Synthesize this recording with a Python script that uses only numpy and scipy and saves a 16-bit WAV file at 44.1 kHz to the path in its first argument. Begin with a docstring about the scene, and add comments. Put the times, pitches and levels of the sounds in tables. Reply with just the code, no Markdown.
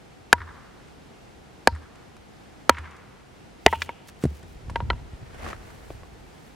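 """Splitting firewood at the forest edge

Close to the microphone a hatchet bites into a stick on a chopping block; both are slammed down until the
wood splits. The halves clatter, one drops on the turf, the blade is worked free and laid down, and the
chopper stoops, clothes rustling, twigs snapping underfoot. Farther off, the trees throw each chop back.
The near stereo microphone overloads and its stand hums with the jolt."""
import sys
import numpy as np
from scipy import signal
from scipy.fft import rfft, irfft
from scipy.io import wavfile

SR = 44100
rng = np.random.default_rng(int(sys.argv[2]) if len(sys.argv) > 2 else 0)


def wav_out(sig):
    """Save sig, one row per channel (or a flat mono array), as 16-bit PCM at SR to the path in sys.argv[1]."""
    wavfile.write(sys.argv[1], SR, np.round(np.clip(np.atleast_2d(sig).T, -1, 1) * 32767).astype(np.int16))


N = 288842
AGE = np.arange(SR // 2) / SR  # time since a blow, s
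FREQS = np.fft.rfftfreq(N, 1 / SR)


# Hard blows, close by: t/s, block level/dB, block pitch factor, stick level/dB, stick pitch factor,
# bite f/Hz, bite level/dB, snap f/Hz, snap level/dB, crack level/dB, crack cutoff/Hz,
# echo band low/Hz, high/Hz, relative echo level/dB
HARD_BLOWS = [(0.3283, 0.993, 1.01, -9, 1.02, 1550, 14, 4630, -8.5, -3, 11700, 950, 1992, 0.5),
              (1.6731, 3.96, 1.053, -10.5, 0.99, 1634, 7, 4560, -3, -7.5, 11940, 950, 1979, -8),
              (2.6943, 3.96, 1.13, -10.5, 1.02, 1303, 7.5, 4330, -2, -2, 15600, 950, 2366, 2),
              (3.6628, 6, .92, -7.5, 0.96, 1980, 4, 2936, 0, -2, 7430, 2220, 3170, -2)]

def chops():
    """The hatchet's blows at the microphone, and the pulse each one sends towards the trees."""
    near, outward = np.zeros(N), np.zeros(N)
    click = signal.unit_impulse(len(AGE))
    wide_band = amp(-14) * unit(bandpass(click, 450, 3575))
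    for s, *strike, low_hz, high_hz, echo_db in HARD_BLOWS:
        chop = blow(*strike, bite_t60=0.0094, snap_t60=0.01, crack_t60=0.0079, seat_s=0.00071, hold=1.54)
        add(near, s, chop)
        own_band = unit(bandpass(click, low_hz, high_hz))
        add(outward, s, amp(echo_db - 30.5) * (own_band + wide_band))
    return near, outward


# Modes of the stick and of the block under it: base f/Hz, relative level/dB, base t60/s
STICK_MODES = [(640, -19.5, .045), (944, -4, 0.076), (971, -9.5, 0.041), (1370.2, -15.5, 0.038),
               (1591.4, -13, 0.045), (1977.7, -10, 0.033), (2620.5, -22, 0.0247), (3160, -24.5, 0.029),
               (4120.3, -24.5, .02)]
BLOCK_MODES = [(205.4, -13.5, 0.03), (284.22, -11, 0.012), (481, -5, 0.023994), (785.4, 1.5, 0.012),
               (1121, -9.5, 0.016)]
# Spectrum of snapping fibres: f/Hz, relative level/dB
FIBRE_SPECTRUM = [(100, -23), (800, -2.5), (2200, 10.5), (4400, -0.5), (7500, -2), (12000, -6.5),
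                  (16000, -14.5)]

def blow(block_db, block_pitch, stick_db, stick_pitch, bite_hz, bite_db, snap_hz, snap_db, crack_db,
         cutoff_hz, bite_t60, snap_t60, crack_t60, seat_s, tilt_db=0, ring=1, hold=1):
    """Contact gives two short tones and a crack; the stick rings, and the block answers as it seats."""
    pivot_hz = STICK_MODES[1][0]
    stick = sum(amp(db + tilt_db * np.log2(hz / pivot_hz)) * mode(hz * stick_pitch, t60 * ring, 0.0004)
                for hz, db, t60 in STICK_MODES)
    block = sum((-1) ** k * amp(db) * mode(hz * block_pitch, t60, rise_s=seat_s)
                for k, (hz, db, t60) in enumerate(BLOCK_MODES))
    bite = amp(bite_db) * mode(bite_hz, bite_t60, rise_s=0.00049)
    snap = amp(snap_db) * mode(snap_hz, snap_t60, rise_s=0.00055)
    # with hold above 1 the crack lasts while the blade goes in, then stops short
    envelope = amp(-60 * (AGE / crack_t60) ** hold) * onset(0.00027)
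    fibres = noise(FIBRE_SPECTRUM, len(AGE)) * envelope
    crack = butter(fibres, "low", cutoff_hz, order=5)
    return amp(block_db) * block + amp(stick_db) * stick + bite + snap + amp(crack_db) * crack


# Light blows at the block: t/s, block level/dB, stick level/dB, stick pitch factor,
# stick tilt/(dB per octave), ring length factor, bite f/Hz, bite level/dB, crack level/dB
LIGHT_BLOWS = [(3.6798, -47, -31, 1.0, 4, 1, 1960, -16, -41.5),
               (3.7269, -14, -47, 1.2, 9, 1, 1902, -17, -31),
               (3.7315, -16.5, -9.5, 0.96, -4.5, 1, 1900, -43, -33),
               (3.8916, -19.5, -19, 1.0, -2, 0.61, 2200, -22.5, -37),
               (4.697, -27, -33.5, 1.03, -1.5, .6, 1520, -43, -39.5),
               (4.7580, -13, -13, 0.9907, -0.5, 0.79, 1610, -18, -23),
               (4.8033, -19.5, -24, 1.02, -6, 1, 1405, -37, -34),
               (4.9018, -13, -11, 0.9921, 7.5, 0.67, 3043, -18, -20),
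               (4.9045, -32, -14.5, 0.9916, -1.5, 1, 1377, -12, -34),
               (4.931, -29, -32, 1.02, -3.5, 1, 2770, -44, -48)]

def knocks():
    """Halves and hatchet knock on the block: it rings a little higher, and the end grain clacks."""
    out = np.zeros(N)
    block_pitch, clack_hz = 1.12, 1097
    for s, block_db, stick_db, stick_pitch, tilt_db, ring, bite_hz, bite_db, crack_db in LIGHT_BLOWS:
        knock = blow(block_db, block_pitch, stick_db, stick_pitch, bite_hz, bite_db,
                     snap_hz=clack_hz, snap_db=block_db + 0.5, crack_db=crack_db, cutoff_hz=4200,
                     bite_t60=0.019, snap_t60=0.01, crack_t60=0.016, seat_s=0.0005,
                     tilt_db=tilt_db, ring=ring)
        add(out, s, knock)
    return out


# A split half lands end first, then flat, and settles: t/s, level/dB, pitch factor, ring length factor
LANDINGS = [(4.2382, 2, 1.14, 0.51), (4.2522, -1.5, 0.973, 0.88), (4.308, -30.5, 1.14, 1.6),
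            (4.435, -32.5, 1.075, 1.44)]
# Modes of the thud on turf: base f/Hz, relative level/dB, base t60/s
TURF_MODES = [(605, -5, 0.015), (316, -4, 0.021), (231.91, -11, 0.055), (144, -3.5, 0.042)]

def thuds():
    """Wood drops on the turf, and the grass softens the landing."""
    out = np.zeros(N)
    for s, db, pitch, ring in LANDINGS:
        thud = sum(amp(mode_db) * push(hz * pitch, t60 * ring) for hz, mode_db, t60 in TURF_MODES)
        add(out, s, amp(db) * butter(thud, "low", 600, order=4))
    return out


# A splinter, then twigs underfoot: t/s, thump level/dB, ring f/Hz, ring level/dB, crack level/dB
BREAKS = [(3.8187, -30, 2010, -22, -17), (5.464, -26.5, 1190, -23, -43.5), (5.53, -30.5, 1262, -22, -46),
          (5.9037, -24, 1133, -36.5, -47), (6.033, -37.5, 1112, -37.5, -50)]

def snaps():
    """Thin wood breaks: a crack, a short ring with one overtone, and a thump below."""
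    out = np.zeros(N)
    for s, thump_db, hz, ring_db, crack_db in BREAKS:
        snap = blow(block_db=thump_db, block_pitch=0.694, stick_db=thump_db - 17, stick_pitch=0.94,
                    bite_hz=hz, bite_db=ring_db, snap_hz=1.37 * hz, snap_db=ring_db + 1,
                    crack_db=crack_db, cutoff_hz=5900,
                    bite_t60=0.02, snap_t60=0.0078, crack_t60=0.029, seat_s=0.0007)
        add(out, s, snap)
    return out


# Faint echoes trailing the chops: t/s, level/dB, band low/Hz, high/Hz, t60/s
CHOP_AFTERSOUNDS = [(1.680, -53.5, 3950, 5300, 0.37), (2.703, -41, 1000, 2680, 0.18),
                    (3.672, -45.5, 2500, 3418, 0.54)]

def aftersounds():
    """A grainy band of echo dies away after a chop."""
    out = np.zeros(N)
    for s, db, low_hz, high_hz, t60 in CHOP_AFTERSOUNDS:
        band = unit(bandpass(grains(len(AGE)), low_hz, high_hz))
        add(out, s, amp(db) * band * decay(t60) * onset(0.0027))
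    return out


# Small bright ticks: t/s, level/dB
BRIGHT_TICKS = [(0.882, -53), (1.751, -47.5), (1.955, -50), (2.166, -49), (2.7854, -44.5), (2.909, -50.5),
                (2.9647, -50), (3.729, -38), (3.754, -41), (3.787, -49), (3.858, -42), (4.088, -41),
                (4.2244, -41), (4.2372, -29), (4.253, -39), (4.4282, -45), (4.698, -39), (4.758, -43),
                (5.5028, -39.5)]
# Their spectrum: f/Hz, relative level/dB
TICK_SPECTRUM = [(300, -8), (1500, 13.5), (3500, -0.5), (9000, -0.5), (16000, -26.5)]

def ticks():
    """Short grainy ticks, alone or as the bright edge of knocks and echoes."""
    out = np.zeros(N)
    for s, db in BRIGHT_TICKS:
        tick = unit(colour(grains(len(AGE)), TICK_SPECTRUM))
        add(out, s, amp(db) * tick * decay(0.034) * onset(0.00033))
    return out


# Slips of the blade: peak t/s, relative level/dB, 60 dB rise and fall/s (sign ignored)
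BLADE_SLIPS = [(3.728, -44, 0.25), (3.823, -40, -0.07), (3.85, -58, 0.4), (4.085, -44.5, 0.08),
               (4.234, -44.5, 0.12), (4.345, -54, 0.36), (4.52, -55.5, 0.25)]
# Spectrum of steel scraping in the cleft: f/Hz, relative level/dB
SCRAPE_SPECTRUM = [(1000, -18), (2500, 1), (5000, 1), (9000, -2), (14000, -5.5), (16000, -5.5)]

def prying(grains_per_s=5000):
    """The blade slips in the cleft with a fine, clumped crackle."""
    catches = grains(N) * (rng.random(N) < grains_per_s / SR)
    pressure = sum(swell(s, db, length, length) for s, db, length in BLADE_SLIPS)
    scrape = colour(catches, SCRAPE_SPECTRUM) * flicker(depth_db=3, rate_hz=54)
    return amp(-4.5) * pressure * unit(scrape)


# Jolts to the microphone stand: t/s, level/dB, f/Hz, rebound delay/s, rebound level/dB, t60/s
STAND_JOLTS = [(.331, -29.5, 82.43, 0.067, -28.5, 0.42), (1.675, -25.5, 77.6, 0.0446, -18.5, 0.217),
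               (2.697, -27.5, 78.8, 0.091, -29.5, 0.34), (3.664, -27, 81.9, .101, -30, 0.37),
               (4.256, -19.5, 73, 0.08664, -52, 0.3)]

def stand_hum():
    """Each heavy blow sets the stand humming, and again as it rocks back."""
    out = np.zeros(N)
    for s, db, hz, rebound_s, rebound_db, t60 in STAND_JOLTS:
        hum = mode(hz, t60, rise_s=0.008)
        add(out, s, amp(db) * hum)
        add(out, s + rebound_s, amp(rebound_db) * hum)
    return out


# Puffs right at the microphone: t/s, level/dB, f/Hz
AIR_PUFFS = [(3.6607, -15, 65.8), (4.556, -28, 38), (4.684, -25, 36), (4.714, -20, 42.13),
             (4.825, -20.5, 117), (4.921, -20, 55.4), (5.134, -24.5, 44)]

def puffs():
    """Single pushes of air strike the microphone as low bumps."""
    out = np.zeros(N)
    for s, db, hz in AIR_PUFFS:
        add(out, s, amp(db) * push(hz, t60=0.068))
    return out


# The chopper stoops nearby: peak t/s, rustle level/dB, swish level/dB, 60 dB rise/s, 60 dB fall/s
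BODY_MOVES = [(5.49, -35.5, -58, 0.63, 0.25), (5.68, -54, -66, 0.69, 1), (5.91, -56.5, -62.5, 1.9, 0.684),
              (6.48, -58.5, -63, 1.555, 0.5324)]
# Spectra of coarse cloth and of the sleeve's fine fibres: f/Hz, relative level/dB
CLOTH_SPECTRUM = [(120, -32.5), (200, -4.5), (311, -5), (558, -0.5), (683, -2.5), (806, -5), (1870, -6.5),
                  (3830, -20.5), (9230, -27.5), (16000, -42.5)]
SLEEVE_SPECTRUM = [(2000, -13), (4000, -2), (8000, -1.5), (13000, -5.5), (16000, -9.5)]

def clothes():
    """Each movement rubs a coarse rustle and a fine swish out of the cloth."""
    rustle = sum(swell(s, db, rise, fall) for s, db, _, rise, fall in BODY_MOVES)
    swish = sum(swell(s, db, rise, fall) for s, _, db, rise, fall in BODY_MOVES)
    cloth = pair(CLOTH_SPECTRUM) * rustle * flicker(depth_db=2.07, rate_hz=125)
    sleeve = pair(SLEEVE_SPECTRUM) * swish * flicker(depth_db=1.2794, rate_hz=61)
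    return cloth + sleeve


# Swirls round the microphone: peak t/s, level/dB, 60 dB rise and fall/s
AIR_SWIRLS = [(4.449, -46.5, 0.7), (4.699, -38.5, 0.6), (4.83, -34.5, 0.31), (4.91, -28.5, 0.37),
              (5.04, -42.5, .3), (5.23, -34, 0.05), (5.45, -39.5, 1.36), (5.92, -42, 0.37),
              (6.13, -50, 1.3)]
# Spectrum of their rumble: f/Hz, relative level/dB
RUMBLE_SPECTRUM = [(8.8, -43.5), (15, -16.5), (59, 2.5), (164, -12.5), (199, -17.5), (231, -17), (261, -29),
                   (400, -25.5), (520, -63), (880, -120)]

def buffeting():
    """Air stirred by the body and the swinging arm buffets the microphone."""
    return pair(RUMBLE_SPECTRUM) * sum(swell(s, db, length, length) for s, db, length in AIR_SWIRLS)


def near_bounces(x):
    """Quick bounces off the ground and the chopper's body roughen each knock."""
    bounces = amp(-12) * delayed(0.0029) + amp(-26) * delayed(0.0075)
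    soft = 1 / (1 + (FREQS / 3500) ** 2)  # grass and cloth swallow the treble
    return irfft(rfft(x) * (1 + soft * bounces), N)


# Echoes off nearby walls and trunks: delay/s, level/dB
EARLY_ECHOES = [(0.051, -30), (0.075, -27.5), (.088, -25.5), (.16, -33.5)]
# The far trees return little treble: f/Hz, relative level/dB
TREE_SPECTRUM = [(1000, 2.5), (2000, -6.5), (3200, -3.5), (6000, -13.5)]

def forest(x, tail_db=-29, t60=1.45, edge_delay_s=0.14, returns_per_s=4000):
    """A few rough early echoes, then scattered returns from the forest edge, in stereo."""
    t = np.arange(SR + SR // 2) / SR
    build_up = amp(-5) * np.clip(t / 0.017, 0, 1)
    envelope = np.where(t < edge_delay_s, build_up, amp(-60 * (t - edge_delay_s) / t60))
    returns = rng.standard_normal((3, len(t))) * (rng.random(len(t)) < returns_per_s / SR)
    trunks = colour(returns, TREE_SPECTRUM) * envelope
    response = trunks[0] + 0.45 * trunks[1:]  # one shared part, plus one for each side
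    response *= amp(tail_db) / np.linalg.norm(response[0])
    for delay, db in EARLY_ECHOES:
        rough_face = rng.standard_normal(len(AGE)) * decay(0.059)
        for side in response:
            add(side, delay, amp(db) * rough_face / np.linalg.norm(rough_face))
    return signal.fftconvolve(x[None], response, axes=1)[:, :N]


# Spectrum of the open air all round: f/Hz, relative level/dB
AIR_SPECTRUM = [(12, -32.5), (20, -13), (65, -1.5), (104, -4), (142, -1.5), (301, -5.5), (485, -7.5),
                (574, -12), (759, -8.5), (1060, -16), (1400, -16.5), (2080, -19), (9140, -33),
                (13900, -42.5), (16000, -52.5)]

def still_air():
    """A faint, low outdoor hush that wavers slightly."""
    return amp(-48.5) * pair(AIR_SPECTRUM) * flicker(depth_db=0.5, rate_hz=4)


# Likeness of noise at the left and right microphone ports: f/Hz, correlation (below 0 counts as 0)
PORT_LIKENESS = [(60, 0.972), (180, 0.046), (550, -0.26), (1650, 0.15), (4970, 0.47), (15000, -0.37)]

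def pair(spectrum):
    """Noise at the two microphone ports, most alike in the deep bass."""
    same = np.clip(read(PORT_LIKENESS, FREQS), 0, 1)
    mid = rfft(noise(spectrum, N)) * np.sqrt((1 + same) / 2)
    side = rfft(noise(spectrum, N)) * np.sqrt((1 - same) / 2)
    return irfft(np.array([mid + side, mid - side]), N)


def ports(x, scatter_db=-6, lag_s=0.0012):
    """Both ports hear the same low end; the housing scatters the treble differently to each."""
    treble = FREQS ** 2 / (FREQS ** 2 + 4000 ** 2)
    side = irfft(rfft(x) * amp(scatter_db) * treble * delayed(lag_s), N)
    return np.array([x + side, x - side])


def mode(hz, t60, rise_s):
    """One dying vibration with a soft start."""
    return np.sin(2 * np.pi * hz * AGE) * decay(t60) * onset(rise_s)


def push(hz, t60):
    """A dull vibration pushes the air as it changes."""
    return np.gradient(mode(hz, t60, rise_s=0.0022)) * SR / (2 * np.pi * hz)


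def onset(rise_s):
    """A gain that climbs from 0 towards 1."""
    return 1 - np.exp(-AGE / rise_s)


def decay(t60):
    """A gain that falls 60 dB in t60 seconds."""
    return amp(-60 * AGE / t60)


def swell(s, db, rise_s, fall_s):
    """A gain that peaks at time s, moving 60 dB in the rise and fall times."""
    t = np.arange(N) / SR - s
    return amp(db - 60 * np.maximum(-t / rise_s, t / fall_s))


def flicker(depth_db, rate_hz):
    """A gain that wanders at random by depth_db rms, up to about rate_hz."""
    smoothing = np.exp(-(FREQS / rate_hz) ** 2)
    wander = irfft(rfft(rng.standard_normal(N)) * smoothing, N)
    return amp(depth_db * unit(wander))


def grains(size):
    """Spiky, uneven noise."""
    return rng.standard_normal(size) * rng.exponential(1, size)


def noise(spectrum, size):
    """Coloured noise of rms 1."""
    return unit(colour(rng.standard_normal(size), spectrum))


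def colour(x, spectrum):
    """Filters by a table of f/Hz, level/dB."""
    size = x.shape[-1]
    return irfft(rfft(x) * amp(read(spectrum, np.fft.rfftfreq(size, 1 / SR))), size)


def read(points, hz):
    """Reads a table on a log-frequency axis."""
    f, value = np.transpose(points)
    return np.interp(np.log(hz + 1), np.log(f + 1), value)


def butter(x, kind, hz, order):
    """Filters with a flat passband."""
    return signal.sosfilt(signal.butter(order, hz, btype=kind, fs=SR, output="sos"), x)


def bandpass(x, low_hz, high_hz):
    """Keeps one band."""
    return butter(x, "band", [low_hz, high_hz], order=3)


def delayed(s):
    """Frequency response of a delay of s seconds."""
    return np.exp(-2j * np.pi * FREQS * s)


def amp(db):
    """Decibels to gain."""
    return 10 ** (np.asarray(db) / 20)


def unit(x):
    """Scales to rms 1."""
    return x / np.sqrt(np.mean(x ** 2) + 1e-20)


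def add(mix, s, sound):
    """Mixes a sound in at time s."""
    part = mix[round(s * SR):][:len(sound)]
    part += sound[:len(part)]


def scene():
    """Blows and small sounds up close, echoes from the trees, open air all round."""
    near, outward = chops()
    light = knocks() + snaps()
    chopping = near_bounces(near + light) + aftersounds() + ticks() + prying() + thuds()
    foreground = ports(chopping + puffs() + stand_hum())
    echoes = forest(outward + amp(-10.5) * light)
    return foreground + echoes + still_air() + clothes() + buffeting()


def record(dry, low_cut_hz=27, band_limit_hz=16200):
    """The microphone sheds the deepest bass, flattens peaks at full scale and cuts the top treble."""
    x = butter(dry, "high", low_cut_hz, order=2)
    clipped = x / (1 + x ** 8) ** (1 / 8)
    band_limit = signal.firwin(511, band_limit_hz, window=("kaiser", 9), fs=SR)
    return signal.oaconvolve(clipped, band_limit[None], "same")


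dry = scene()
out = record(dry)
wav_out(out)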